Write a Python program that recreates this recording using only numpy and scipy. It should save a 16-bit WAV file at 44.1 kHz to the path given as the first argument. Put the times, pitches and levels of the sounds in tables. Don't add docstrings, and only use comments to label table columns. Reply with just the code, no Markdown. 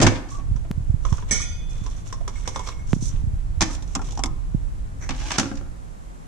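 import sys
import numpy as np
from scipy import signal
from scipy.fft import rfft, irfft
from scipy.io import wavfile

SR = 44100
rng = np.random.default_rng(int(sys.argv[2]) if len(sys.argv) > 2 else 0)


def unload_audio(sound):
    columns = np.transpose(np.atleast_2d(sound))
    steps = np.round(np.clip(columns, -1, 1) * 32767)
    wavfile.write(sys.argv[1], SR, steps.astype(np.int16))


N = 276507


def amp(db):
    return 10 ** (np.asarray(db) / 20)


def unit_level(x):
    return x / np.sqrt(np.mean(x ** 2) + 1e-20)


def value_at(points, hz):
    row_hz, value = np.transpose(points)
    return np.interp(np.log(hz + 1), np.log(row_hz + 1), value)


def add(mix, start_s, sound):
    part = mix[:, max(round(start_s * SR), 0):][:, :sound.shape[1]]
    part += sound[:, :part.shape[1]]


def pan(side_db):
    return unit_level(amp([[side_db / 2], [-side_db / 2]]))


# frequency in Hz, likeness from 0 to 1.
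LIKENESS = [(30, .1), (60, .25), (120, .5), (270, .95), (500, .8), (1000, .5), (2000, .4), (4000, .12)]


def noise(size):
    left, other = rfft(rng.standard_normal((2, size)))
    same = value_at(LIKENESS, np.fft.rfftfreq(size, 1 / SR))
    return irfft(np.array([left, same * left + np.sqrt(1 - same ** 2) * other]), size)


def coloured(x, colour, size=2048):
    db = np.maximum(value_at(colour, abs(np.fft.fftfreq(size, 1 / SR))), -100)
    response = np.exp(np.conj(signal.hilbert(np.log(amp(db)))))
    taps = np.fft.ifft(response).real
    return signal.oaconvolve(x, taps[None], axes=1)[:, :x.shape[1]]


def ring(notes, waver, size, flutter_hz=30, detune=0):
    t, out = np.arange(size) / SR, 0
    drift_times = np.arange(64) / flutter_hz
    for hz, db, t60 in notes:
        hz = hz * (1 + detune * rng.uniform(-0.89, 1))
        drift = rng.standard_normal((2, len(drift_times), 2)) @ [1, 1j] / np.sqrt(2)
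        steady = np.exp(2j * np.pi * rng.random((2, 1)))
        left, other = np.sqrt(1 - waver) * steady + np.sqrt(waver) * drift
        same = value_at(LIKENESS, hz)
        right = same * left + np.sqrt(1 - same ** 2) * other
        swell = np.array([np.interp(t, drift_times, side) for side in (left, right)])
        out = out + amp(db) * (swell * np.exp((2j * np.pi * hz - np.log(1000) / t60) * t)).real
    return out * (1 - np.exp(-(t / 0.00022) ** 2))


def burst(colour, bass_db, treble_db, t60, bass_hold, treble_hold, size=8192):
    t, out = np.arange(size) / SR, 0
    bands_hz = [(90, 650), (650, 3700), (3700, 16000)]
    for band, db, hold in zip(bands_hz, (bass_db, 0, treble_db), (bass_hold, 1, treble_hold)):
        fade = 1000 ** (-t / (t60 * hold))
        bandpass = signal.butter(3, band, "band", fs=SR, output="sos")
        part = signal.sosfilt(bandpass, coloured(noise(size) * fade, colour))
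        out = out + amp(db) * unit_level(part) * np.sqrt(np.mean(fade ** 2))
    return out


def friction(stroke, colour, slip_db, slips_per_s):
    sizes = amp(slip_db * np.minimum(rng.exponential(1, N), 4))
    slips = sizes * (rng.random(N) < slips_per_s / SR)
    roughness = unit_level(signal.lfilter([1], [1, -np.exp(-1 / (0.0042 * SR))], slips))
    return stroke * unit_level(coloured(noise(N) * (0.16 + roughness), colour))


def resonate(x, hz, width_hz):
    turn = np.exp(2j * np.pi * np.cumsum(hz) / SR)
    decay = np.exp(-np.pi * width_hz / SR)
    return (turn * signal.lfilter([(1 - decay) ** 2], [1, -2 * decay, decay ** 2], x / turn)).real


# frequency in Hz, level in dB.
AIR_COLOUR = [(80, -20), (150, -2), (280, -10.5), (420, -16.5), (800, -20.5), (1300, -25), (2500, -30.5),
              (4900, -35), (7640, -31.5), (8300, -35), (10500, -38.5), (13700, -51.5), (16000, -52)]
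# frequency in Hz, stereo width in dB.
AIR_WIDTH = [(300, 0), (590, 6), (1050, 7), (1900, 4), (3200, -4), (5700, 0)]


def air(level_db=-46.5):
    centre, width = unit_level(coloured(rng.standard_normal((2, N)), AIR_COLOUR))
    width = irfft(rfft(width) * amp(value_at(AIR_WIDTH, np.fft.rfftfreq(N, 1 / SR))), N)
    return amp(level_db) * pan(-0.43) * np.array([centre + width, centre - width]) / np.sqrt(2)


# time in seconds, level in dB.
BODY_MOTION = [(0.0, -16.5), (0.13, -22), (0.24, -34.5), (0.53, -17.5), (0.682, -26), (0.95, -20),
               (2.05, -25.5), (2.84, -26.5), (2.94, -17.5), (3.7, -25), (4.05, -23), (4.75, -23.5),
               (5.2, -24), (5.45, -37), (5.6, -25), (5.8, -33.5), (6.27, -37)]
# frequency in Hz, level in dB.
RUMBLE_COLOUR = [(8.8, -42), (15, 0), (44, 1.5), (76, -10.5), (109, -11), (182, -25.5), (211, -40),
                 (245, -36), (275, -31.5), (300, -40), (390, -59), (660, -120)]


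def body_rumble(gain_db=-3):
    effort = amp(np.interp(np.arange(N) / SR, *np.transpose(BODY_MOTION)) + gain_db)
    return effort * pan(-4) * unit_level(coloured(noise(N), RUMBLE_COLOUR, size=16384))


# start in seconds, level in dB, fade time in seconds.
TANK_THUDS = [(0.0, -14.5, 0.072), (0.019, -11, 0.089), (0.064, -10, 0.057), (0.12, -29, 0.23)]
# frequency in Hz, level in dB.
TANK_COLOUR = [(60, -20), (100, -6), (135, -8), (185, -5.5), (255, 1), (330, 1.5), (400, -13.5), (470, -4),
               (570, -6.5), (700, -21), (1500, -25), (4000, -73)]


def tank_thuds():
    t, out = np.arange(SR // 3) / SR, np.zeros((2, N))
    for start, db, t60 in TANK_THUDS:
        fade = np.minimum(t / 0.0016, 1) * 1000 ** (-t / t60)
        thud = unit_level(coloured(noise(SR), TANK_COLOUR))[:, -len(t):]
        add(out, start, amp(db) * fade * thud)
    return out


# start in seconds, level in dB, bass in dB,
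# treble in dB, gap between contacts in seconds.
KNOCKS = [(0.001, -25.5, 1, -5.5, 0.0015), (0.0147, -20, -1.5, 0.5, 0.0067), (0.027, -20.5, 3.5, 1, 0.0039),
          (0.043, -28, 11.5, -19, 0.0072), (0.0655, -13.5, -10.5, -7.5, 0.0022),
          (0.151, -36.5, -11, -12, 0.0059), (0.287, -52.5, 8, 2, 0.0036), (0.385, -52, 11.5, -7, 0.011),
          (3.608, -18.5, -11, 1.5, 0.008), (3.623, -27, -5, -7, .002), (5.0903, -29, -7.5, -4.5, 0.00091),
          (5.105, -31, -9, -11, 0.0016), (5.305, -28.5, -21, -7, 0.0018), (5.3158, -28, -21, 1, 0.0011),
          (5.3825, -22, -24, 3.5, 0.0014), (5.395, -25.5, -6, 2.5, 0.0018), (5.554, -57.5, 4, 11, 0.0015),
          (5.572, -47.5, -11, 2.5, 0.0017)]
# level in dB, bass in dB, treble in dB, fade time in seconds.
CONTACTS = [(-3.5, 9, 2, 0.071), (0.5, 2.5, -1, 0.054), (-2.5, -4, 3.5, 0.022)]
# frequency in Hz, level in dB.
PLASTIC_COLOUR = [(60, -24), (105, 15.5), (135, 3.5), (185, 1), (260, 2.5), (340, 4), (410, -16),
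                  (520, -8.5), (780, -4.5), (1750, -9.5), (2250, -8), (2800, -10.5), (4200, -11),
                  (6000, -3), (7500, -10), (10500, -27.5), (13500, -51), (16000, -73)]
# pitch in Hz, level in dB, fade time in seconds.
HOUSING_NOTES = [(176.4, 16.5, 0.14), (237.4, 6.5, 0.23), (256.4, 10.5, 0.29), (294, 3, 0.66),
                 (319.8, 9.5, 0.28), (351, -2, 0.3), (460, -2, 0.2), (513, -1.5, 0.36), (660, -8.5, 0.42),
                 (782, 4, 0.19), (1190, -2, 0.14), (1285, -9, 0.29), (1774, 8, 0.13)]


def machine_knocks(gain_db=2, housing_db=-13, rattle_gap_s=0.032):
    out = np.zeros((2, N))
    for start, db, bass_db, treble_db, gap in KNOCKS:
        hits = [(k * gap, *contact) for k, contact in enumerate(CONTACTS)]
        for k in range(3):
            delay = (k + 1 + rng.uniform(-0.21, 0.25)) * rattle_gap_s
            hits.append((delay, -27 - 0.5 * k, 0, -26, 0.12))
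        for delay, force_db, bass, treble, t60 in hits:
            hit = burst(PLASTIC_COLOUR, bass_db + bass, treble_db + treble, t60,
                        bass_hold=0.7, treble_hold=0.72)
            add(out, start + delay, amp(db + force_db + gain_db) * hit)
        housing = ring(HOUSING_NOTES, waver=0.62, size=SR // 2, flutter_hz=62.7, detune=0.013)
        add(out, start + gap, amp(db + bass_db / 2 + housing_db) * housing)
    return out


def machine_sway(start_s=0.0174, hz=100.4, level_db=-14, rise_s=0.027, fade_from_s=0.061, t60=0.19):
    t, out = np.arange(SR // 2) / SR, np.zeros((2, N))
    swell = np.minimum(t / rise_s, 1) * 1000 ** (-np.maximum(t - fade_from_s, 0) / t60)
    add(out, start_s, amp(level_db) * pan(-2) * swell * np.sin(2 * np.pi * hz * t))
    return out


# start in seconds, length in seconds, hiss in dB, grind in dB.
STROKES = [(0.277, 0.094, -48, -50), (1.015, 0.21, -51, -51), (1.262, 0.053, -50, -43),
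           (1.662, 0.35, -54, -52), (2.038, 0.07, -48, -48), (2.314, 0.38, -54, -49),
           (2.626, 0.1, -52, -45.5), (2.853, 0.13, -47.5, -53.5), (3.004, 0.085, -35.5, -50),
           (3.086, 0.12, -61, -51), (3.7, 0.039, -35, -51), (3.802, 0.024, -61, -53),
           (3.858, 0.26, -56, -57), (4.025, 0.13, -54.5, -52), (5.138, 0.23, -46.5, -46.5)]
# frequency in Hz, level in dB.
HISS_COLOUR = [(1470, -36), (2500, -16), (3180, -14.5), (3500, -6), (3790, -7.5), (4870, -6), (5840, 6.5),
               (7650, -0.5), (8580, -6.5), (10500, -13.5), (13700, -34), (22000, -120)]
GRIND_COLOUR = [(210, -14), (400, 5), (800, 1), (1130, 6.5), (1600, -1.5), (2200, 0), (3500, 1), (4600, -7),
                (7000, -30)]


def finger_rubs(hiss_gain_db=0.5, grind_gain_db=-3, rise_s=0.044, release_s=0.06):
    t, hiss_level, grind_level = np.arange(N) / SR, 0, 0
    for start, length, hiss_db, grind_db in STROKES:
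        stroke = np.clip((t - start) / rise_s, 0, 1)
        stroke *= np.clip((start + length - t) / release_s + 0.5, 0, 1)
        hiss_level += amp(hiss_db + hiss_gain_db) * stroke
        grind_level += amp(grind_db + grind_gain_db) * stroke
    hiss = friction(hiss_level, HISS_COLOUR, slip_db=0, slips_per_s=460)
    grind = friction(grind_level, GRIND_COLOUR, slip_db=-0.5, slips_per_s=370)
    return pan(-1) * (hiss + grind)


# time in seconds, pitch in Hz, level in dB.
TANK_SQUEAK = [(0.305, 1097, -56), (0.318, 1102, -41), (0.354, 1160, -44), (0.375, 1127, -50),
               (0.405, 1120, -48), (0.43, 1130, -61)]


def tank_squeak():
    t = np.arange(N) / SR
    times, hz, db = np.transpose(TANK_SQUEAK)
    note = unit_level(resonate(noise(N), np.interp(t, times, hz), width_hz=50))
    return (t > times[0]) * (t < times[-1]) * amp(np.interp(t, times, db)) * note


# start in seconds, level in dB, pitch in Hz, lean to the left in dB.
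MOUNT_BUMPS = [(0.512, -13, 60, -9), (0.553, -19.5, 90, -31), (0.707, -17, 146, 4.5),
               (0.776, -15.5, 86, -35), (0.802, -19, 68, 0), (0.896, -11.5, 71, -13),
               (0.94, -12, 82.4, -17), (1.122, -9, 84, -15.5), (1.815, -20.5, 93, -48),
               (2.9324, -7, 149, -17), (2.964, -17.5, 135, -7), (3.024, -18.5, 130, 6),
               (3.138, -17, 71.6, -26), (3.237, -18.5, 86, -26), (3.271, -18, 79, -14),
               (3.334, -19, 78, -10), (3.573, -16.5, 62.6, -17), (4.546, -10.5, 127, -32)]


def mount_bumps(gain_db=3, rise_turns=0.44, pitch_sag=0.6):
    t, out = np.arange(SR // 8) / SR, np.zeros((2, N))
    for start, db, hz, side_db in MOUNT_BUMPS:
        age = hz * t / rise_turns
        swell = (age * np.exp(1 - age)) ** 2
        swing = np.sin(2 * np.pi * hz * t * (1 + pitch_sag * np.exp(-age / 2)))
        add(out, start, -amp(db + gain_db) * pan(side_db) * swell * swing)
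    return out


# start in seconds, tap in dB, treble in dB, hollow note in dB, pitch in Hz.
POD_TAPS = [(0.562, -46.5, -0.5, -65, 1010), (0.649, -50, -20, -41.5, 663), (1.051, -32, -5.5, -29.5, 1097),
            (1.087, -48, -11, -58, 1080), (1.126, -32.5, -3.5, -37, 990), (1.181, -37.5, -12, -48, 1450),
            (1.224, -40, -23, -67, 1010), (1.863, -41.5, 3, -37.5, 1000), (2.126, -34, 0.5, -37, 1066),
            (2.21, -52, -8, -43, 664), (2.278, -29.5, -3, -47, 970), (2.476, -27.5, 1.5, -28, 1035),
            (2.56, -27.5, -5, -28, 1085), (2.593, -31.5, -4.5, -31, 996), (2.673, -35.5, 3, -42, 1050),
            (2.688, -32.5, -2, -36, 1206)]
# frequency in Hz, level in dB.
POD_COLOUR = [(240, -6.5), (480, 2.5), (760, -8), (1020, 9.5), (1200, 4), (1500, -4.5), (2200, -6),
              (2600, -12), (3500, -6), (4300, -16.5), (5800, -3.5), (7800, -14.5), (10500, -28),
              (14000, -48)]
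# multiple of the tap's pitch, level in dB, fade time in seconds.
CUP_NOTES = [(.47, -3, 0.044), (.6, -12, 0.078), (.78, -6.5, 0.062), (.89, -6.5, 0.093),
             (0.997, 5.5, 0.054), (1.12, -5.5, 0.09), (1.3, -19, 0.05), (1.7, -24, .05), (3.35, -4, 0.018)]


def pod_taps(tap_gain_db=1, bass_db=-8, rebound_s=0.014, rebound_db=-13.5):
    out = np.zeros((2, N))
    for start, db, treble_db, note_db, hz in POD_TAPS:
        notes = [(ratio * hz, *rest) for ratio, *rest in CUP_NOTES]
        falls_back = start + rebound_s * rng.uniform(0.79, 1)
        for at, force_db in (start, 0), (falls_back, rebound_db):
            tap = burst(POD_COLOUR, bass_db, treble_db, t60=0.045, bass_hold=1.57, treble_hold=0.99)
            cup = ring(notes, waver=0.28, size=SR // 6, flutter_hz=87, detune=0.01)
            add(out, at, amp(db + force_db + tap_gain_db) * tap)
            add(out, at, amp(note_db + force_db) * cup)
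    return pan(-1) * out


# start in seconds, level in dB, low edge in Hz, high edge in Hz.
DRY_TICKS = [(0.7136, -15.5, 825, 20000), (2.9315, -3, 807, 3800)]


def dry_ticks():
    t, out = np.arange(SR // 8) / SR, np.zeros((2, N))
    for start, db, low_hz, high_hz in DRY_TICKS:
        pulse = np.exp(-2 * np.pi * low_hz * t) - np.exp(-2 * np.pi * high_hz * t)
        smoothing = np.exp(-2 * np.pi * high_hz / SR)
        tick = signal.lfilter([1 - smoothing], [1, -smoothing], pulse)
        add(out, start, -amp(db) * pan(0) * tick)
    return out


# start in seconds, ring in dB, clatter in dB, the clatter's fade time in seconds.
CROCK_CLINKS = [(1.310, -35, -22, 0.04), (1.316, -34.5, -29.5, 0.5), (1.407, -45.5, -45, 0.097),
                (1.417, -47, -35.5, 0.062)]
# pitch in Hz, level in dB, fade time in seconds.
CROCK_NOTES = [(1420, -11, 0.8), (1807, 9, 0.083), (1830, -3, 0.17), (1950, -6, 0.58), (2174, 1, 0.42),
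               (2270, 5, 0.27), (2350, -4, 0.1), (2484, -8.5, 1.3), (3020, -8.5, 0.83), (3184, -12, 0.85),
               (3300, -8, 0.81), (3460, -12, 1.68), (3545, -16, 1.7), (3860, -5, 0.36), (4130, -7, 0.3),
               (4760, -6, 0.71), (5260, -0.5, 0.46), (5770, 11, 0.19), (5580, 6.5, 0.28), (5900, 3, .3),
               (5954, -6, 0.66), (6115, 3.5, 0.71), (5800, 2, 0.31), (6340, 9, 0.33), (6500, 9, 0.16),
               (6850, -14, 0.67), (7200, -12, 0.35), (7900, 1, 0.12), (7840, 12, 0.12), (8100, -6, .15),
               (9800, -11, 0.1), (9700, 5, 0.076), (10850, -19, 0.18), (11700, -25, 0.13),
               (12900, -31, .31), (13470, -21, 0.23), (14430, -24, 0.26)]
# frequency in Hz, level in dB.
GLAZE_COLOUR = [(250, -5), (700, -19), (1650, -22), (1900, -17), (2050, -27), (2200, -0.5), (2650, -36),
                (3300, -20), (4400, -16.5), (5400, -13), (6000, 5), (7100, -10), (7850, -9), (8700, -19),
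                (9550, -14), (11000, -42), (15000, -58)]


def crock_clinks():
    out = np.zeros((2, N))
    for start, ring_db, clatter_db, t60 in CROCK_CLINKS:
        add(out, start, amp(ring_db) * ring(CROCK_NOTES, waver=0.72, size=SR, flutter_hz=62.3))
        clatter = burst(GLAZE_COLOUR, bass_db=1, treble_db=5, t60=t60,
                        bass_hold=0.36, treble_hold=0.75, size=16384)
        add(out, start, amp(clatter_db) * clatter)
    return pan(-3) * out


# start in seconds, level in dB, pitch in Hz.
FOOT_KNOCKS = [(1.313, -42, 478), (1.323, -35, 300), (1.342, -36, 420), (1.402, -34, 1200)]


def crock_foot(t60=0.05):
    out = np.zeros((2, N))
    for start, db, hz in FOOT_KNOCKS:
        add(out, start, amp(db) * ring([(hz, 0, t60)], waver=0.077, size=SR // 8))
    return pan(-1) * out


# start in seconds, level in dB.
RACK_NUDGES = [(2.357, -43), (2.381, -48), (2.456, -40), (2.498, -45), (2.547, -38), (2.592, -47),
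               (2.637, -43), (2.68, -49), (2.72, -47), (2.793, -47.5)]
# pitch in Hz, level in dB, fade time in seconds.
RACK_NOTES = [(1100, -6, .04), (1500, -3, .05), (1750, -5, .04), (2177, -3.5, .36), (2240, -4, .07),
              (5712, -10, .3), (6120, -10, .3), (7600, -5, .04), (7817, -9, 0.14)]


def wire_rack(rise_s=0.0013):
    out = np.zeros((2, N))
    onset = np.minimum(np.arange(SR) / SR / rise_s, 1)
    for start, db in RACK_NUDGES:
        add(out, start, amp(db) * onset * ring(RACK_NOTES, waver=0.25, size=SR, flutter_hz=40))
    return pan(-1) * out


# start in seconds, level in dB.
FOIL_CRINKLES = [(3.698, -44), (3.714, -35), (3.737, -37), (3.75, -30), (3.823, -35.5), (3.829, -43),
                 (3.876, -42), (4.044, -39.5), (4.071, -37), (4.108, -34), (4.121, -33.5), (4.152, -39)]


def foil_crinkles(gain_db=-9):
    out = np.zeros((2, N))
    for start, db in FOIL_CRINKLES:
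        crinkle = burst(HISS_COLOUR, bass_db=1, treble_db=5, t60=0.049, bass_hold=0.92, treble_hold=0.64)
        add(out, start, amp(db + gain_db) * crinkle)
    return out


# start in seconds, level in dB, pitch in Hz.
WALL_POPS = [(3.700, -34, 1240), (3.716, -45, 1300), (3.737, -38, 1320), (3.781, -34, 770),
             (3.791, -51, 1370), (3.9935, -23.5, 804), (3.995, -33, 1380), (4.001, -29, 840),
             (4.130, -35, 810), (4.174, -25.5, 820), (4.192, -19.5, 788)]
# multiple of its pitch, level in dB, fade time in seconds.
POP_NOTES = [(1, -1, 0.047), (1.27, -10, 0.043)]


def pod_pops():
    out = np.zeros((2, N))
    for start, db, hz in WALL_POPS:
        notes = [(ratio * hz, *rest) for ratio, *rest in POP_NOTES]
        pop = ring(notes, waver=0.12, size=SR // 10).mean(0)
        add(out, start, amp(db) * pan(0) * pop)
    return out


# start in seconds, then snap, treble, cavity and rim, all in dB.
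HOLDER_SNAPS = [(3.952, -34, 10, -43, -27), (3.957, -25, -16, -29.5, -56), (4.016, -35.5, -6, -59, -63),
                (4.1745, -37.5, 1.5, -33, -58), (4.192, -33.5, -2, -33, -50), (4.237, -27.5, 1, -27, -21),
                (4.2587, -41, 8, -32.5, -35)]
# frequency in Hz, level in dB.
SNAP_COLOUR = [(200, 20), (400, 8.5), (650, -3), (770, 2), (1100, 0), (1600, -10), (2120, -18), (2700, -13),
               (3450, -14.5), (4300, -22.5), (5700, -11), (7600, -15.5), (8600, -27), (10500, -33),
               (12500, -65)]
# pitch in Hz, level in dB, fade time in seconds.
CAVITY_NOTES = [(230, 0, 0.12), (286, -3.5, 0.39), (779, -1, 0.069), (940, 2, 0.074), (1060, -8.5, 0.31),
                (1230, -12, 0.34)]
RIM_NOTES = [(950, -2, .025), (1180, -3, .03), (2150, 1, .02), (3480, 2, .012), (5170, 7, .012),
             (5800, 6, .011), (7400, 11, .01), (9530, 1, .008), (11300, -9, .008)]


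def holder_snaps(snap_gain_db=2, bass_db=-10):
    out = np.zeros((2, N))
    for start, db, treble_db, cavity_db, rim_db in HOLDER_SNAPS:
        snap = burst(SNAP_COLOUR, bass_db, treble_db, t60=0.05, bass_hold=9.5, treble_hold=0.99)
        cavity = ring(CAVITY_NOTES, waver=0.94, size=SR // 3, flutter_hz=77, detune=0.0245)
        rim = ring(RIM_NOTES, waver=0.27, size=SR // 10, detune=0.018)
        add(out, start, amp(db + snap_gain_db) * snap)
        add(out, start, amp(cavity_db) * cavity)
        add(out, start, amp(rim_db) * rim)
    return out


# time in seconds, level in dB.
CREAK_LEVELS = [(4.995, -68), (5.015, -42.5), (5.04, -39.5), (5.088, -54)]
# frequency in Hz, level in dB.
CREAK_COLOUR = [(200, -7), (800, -6.5), (1400, -6), (1850, -3.5), (2250, -2.5), (2800, -19), (5200, -19),
                (6000, 0.5), (6400, -9), (7400, -14), (11000, -37)]


def hinge_creak():
    t = np.arange(N) / SR
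    times, db = np.transpose(CREAK_LEVELS)
    stroke = (t > times[0]) * (t < times[-1]) * amp(np.interp(t, times, db))
    return friction(stroke, CREAK_COLOUR, slip_db=-6, slips_per_s=740)


# start in seconds, end in seconds, level at the end in dB.
LID_PUSHES = [(5.134, 5.393, -31)]
# frequency in Hz, level in dB.
SCRAPE_COLOUR = [(180, -26), (300, 8), (420, -13), (700, -5), (870, -7), (1020, -5), (1180, -4),
                 (1350, -13), (1550, 0), (1900, -12), (2240, -4), (3480, -8.5), (4880, -10), (5860, -6.5),
                 (9000, -25), (11700, -49), (19800, -120)]
# time in seconds, pitch in Hz.
CHAMBER_PITCH = [(5.13, 864), (5.22, 796), (5.285, 895), (5.32, 813), (5.355, 726), (5.385, 784)]


def hinge_scrape(gain_db=-0.5, chamber_db=-11, swell_db_per_s=48, stop_db_per_s=1000):
    t, stroke = np.arange(N) / SR, 0
    for start, end, db in LID_PUSHES:
        below_peak_db = np.maximum((end - t) * swell_db_per_s, (t - end) * stop_db_per_s)
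        stroke += (t > start) * amp(db + gain_db - below_peak_db)
    scrape = friction(0.83, SCRAPE_COLOUR, slip_db=3, slips_per_s=430)
    chamber_hz = np.interp(t, *np.transpose(CHAMBER_PITCH))
    hollow = unit_level(resonate(scrape, chamber_hz, width_hz=21))
    return stroke * (scrape + amp(chamber_db) * hollow)


# start in seconds, ring in dB, click in dB.
LID_BOUNCES = [(5.384, -25, -50), (5.431, -31, -28.5), (5.456, -32, -37), (5.5146, -31, -43),
               (5.611, -42.5, -49), (5.663, -49, -61)]
# pitch in Hz, level in dB, fade time in seconds.
LID_NOTES = [(105, 3, .16), (211, 1, 0.18), (286, 3, 0.22), (332, -2.5, 0.2), (527, -11.5, 0.24),
             (575, -10, 0.18), (733, -10, 0.16), (816, -8, 0.13), (1200, -4, 0.019), (1370, 2, 0.03),
             (1394, -24, .3), (1596, -11, 0.077)]


def lid_bounces():
    out = np.zeros((2, N))
    for start, ring_db, click_db in LID_BOUNCES:
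        lid = ring(LID_NOTES, waver=0.37, size=SR // 3, flutter_hz=61, detune=0.0124)
        click = burst(PLASTIC_COLOUR, bass_db=-3, treble_db=-4, t60=0.03,
                      bass_hold=0.87, treble_hold=0.52)
        add(out, start, amp(ring_db) * lid)
        add(out, start, amp(click_db) * click)
    return out


# frequency in Hz, fade time in seconds.
KITCHEN_FADES = [(150, 0.46), (400, 0.53), (1200, 0.63), (3500, 0.45), (7000, 0.42), (13000, 0.56)]


def kitchen_echo(x, early_db=-11, tail_db=-10, echoes=8):
    early = np.zeros((2, SR))
    delays = (rng.uniform(0.003, 0.019, (2, echoes)) * SR).astype(int)
    np.put_along_axis(early, delays, rng.choice([-1, 1], delays.shape) / np.sqrt(echoes), 1)
    hz, t, bands = signal.stft(noise(SR), SR, nperseg=256)
    bands *= 1000 ** (-t / value_at(KITCHEN_FADES, hz)[:, None])
    tail = signal.istft(bands * np.minimum(t / 0.0013, 1), SR, nperseg=256)[1][:, :SR]
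    response = amp(early_db) * early + amp(tail_db) * tail / np.linalg.norm(tail[0])
    return signal.fftconvolve(x, response, axes=1)[:, :N]


# frequency in Hz, lean to the left in dB.
MIC_BALANCE = [(300, -0.5), (1500, 1), (3500, 1.5), (6000, -2.5), (8000, -13.5), (12000, -6)]


def mic_openings(x):
    lean = amp(value_at(MIC_BALANCE, np.fft.rfftfreq(2 * N, 1 / SR)))
    gains = np.array([lean, np.ones_like(lean)]) / np.sqrt((lean ** 2 + 1) / 2)
    return irfft(rfft(x, 2 * N) * gains)[:, :N]


def scene(snap_echo_db=-5, shield_hz=2200):
    things = machine_knocks() + machine_sway() + tank_squeak() + tank_thuds()
    things += foil_crinkles() + pod_taps() + crock_clinks() + wire_rack() + crock_foot()
    things += finger_rubs() + hinge_scrape() + hinge_creak() + lid_bounces()
    snaps = holder_snaps() + pod_pops()
    shielded = signal.lfilter(*signal.butter(1, shield_hz, fs=SR), snaps)
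    echo = kitchen_echo(things + amp(snap_echo_db) * shielded)
    return mic_openings(things + snaps + echo) + air() + body_rumble() + mount_bumps() + dry_ticks()


def record(dry, ceiling=0.9, top_hz=15400):
    rounded = dry / (1 + (dry / ceiling) ** 6) ** (1 / 6)
    lowpass = signal.firwin(511, top_hz, window=("kaiser", 9), fs=SR)
    return signal.oaconvolve(rounded, lowpass[None], "same")


dry = scene()
out = record(dry)
unload_audio(out)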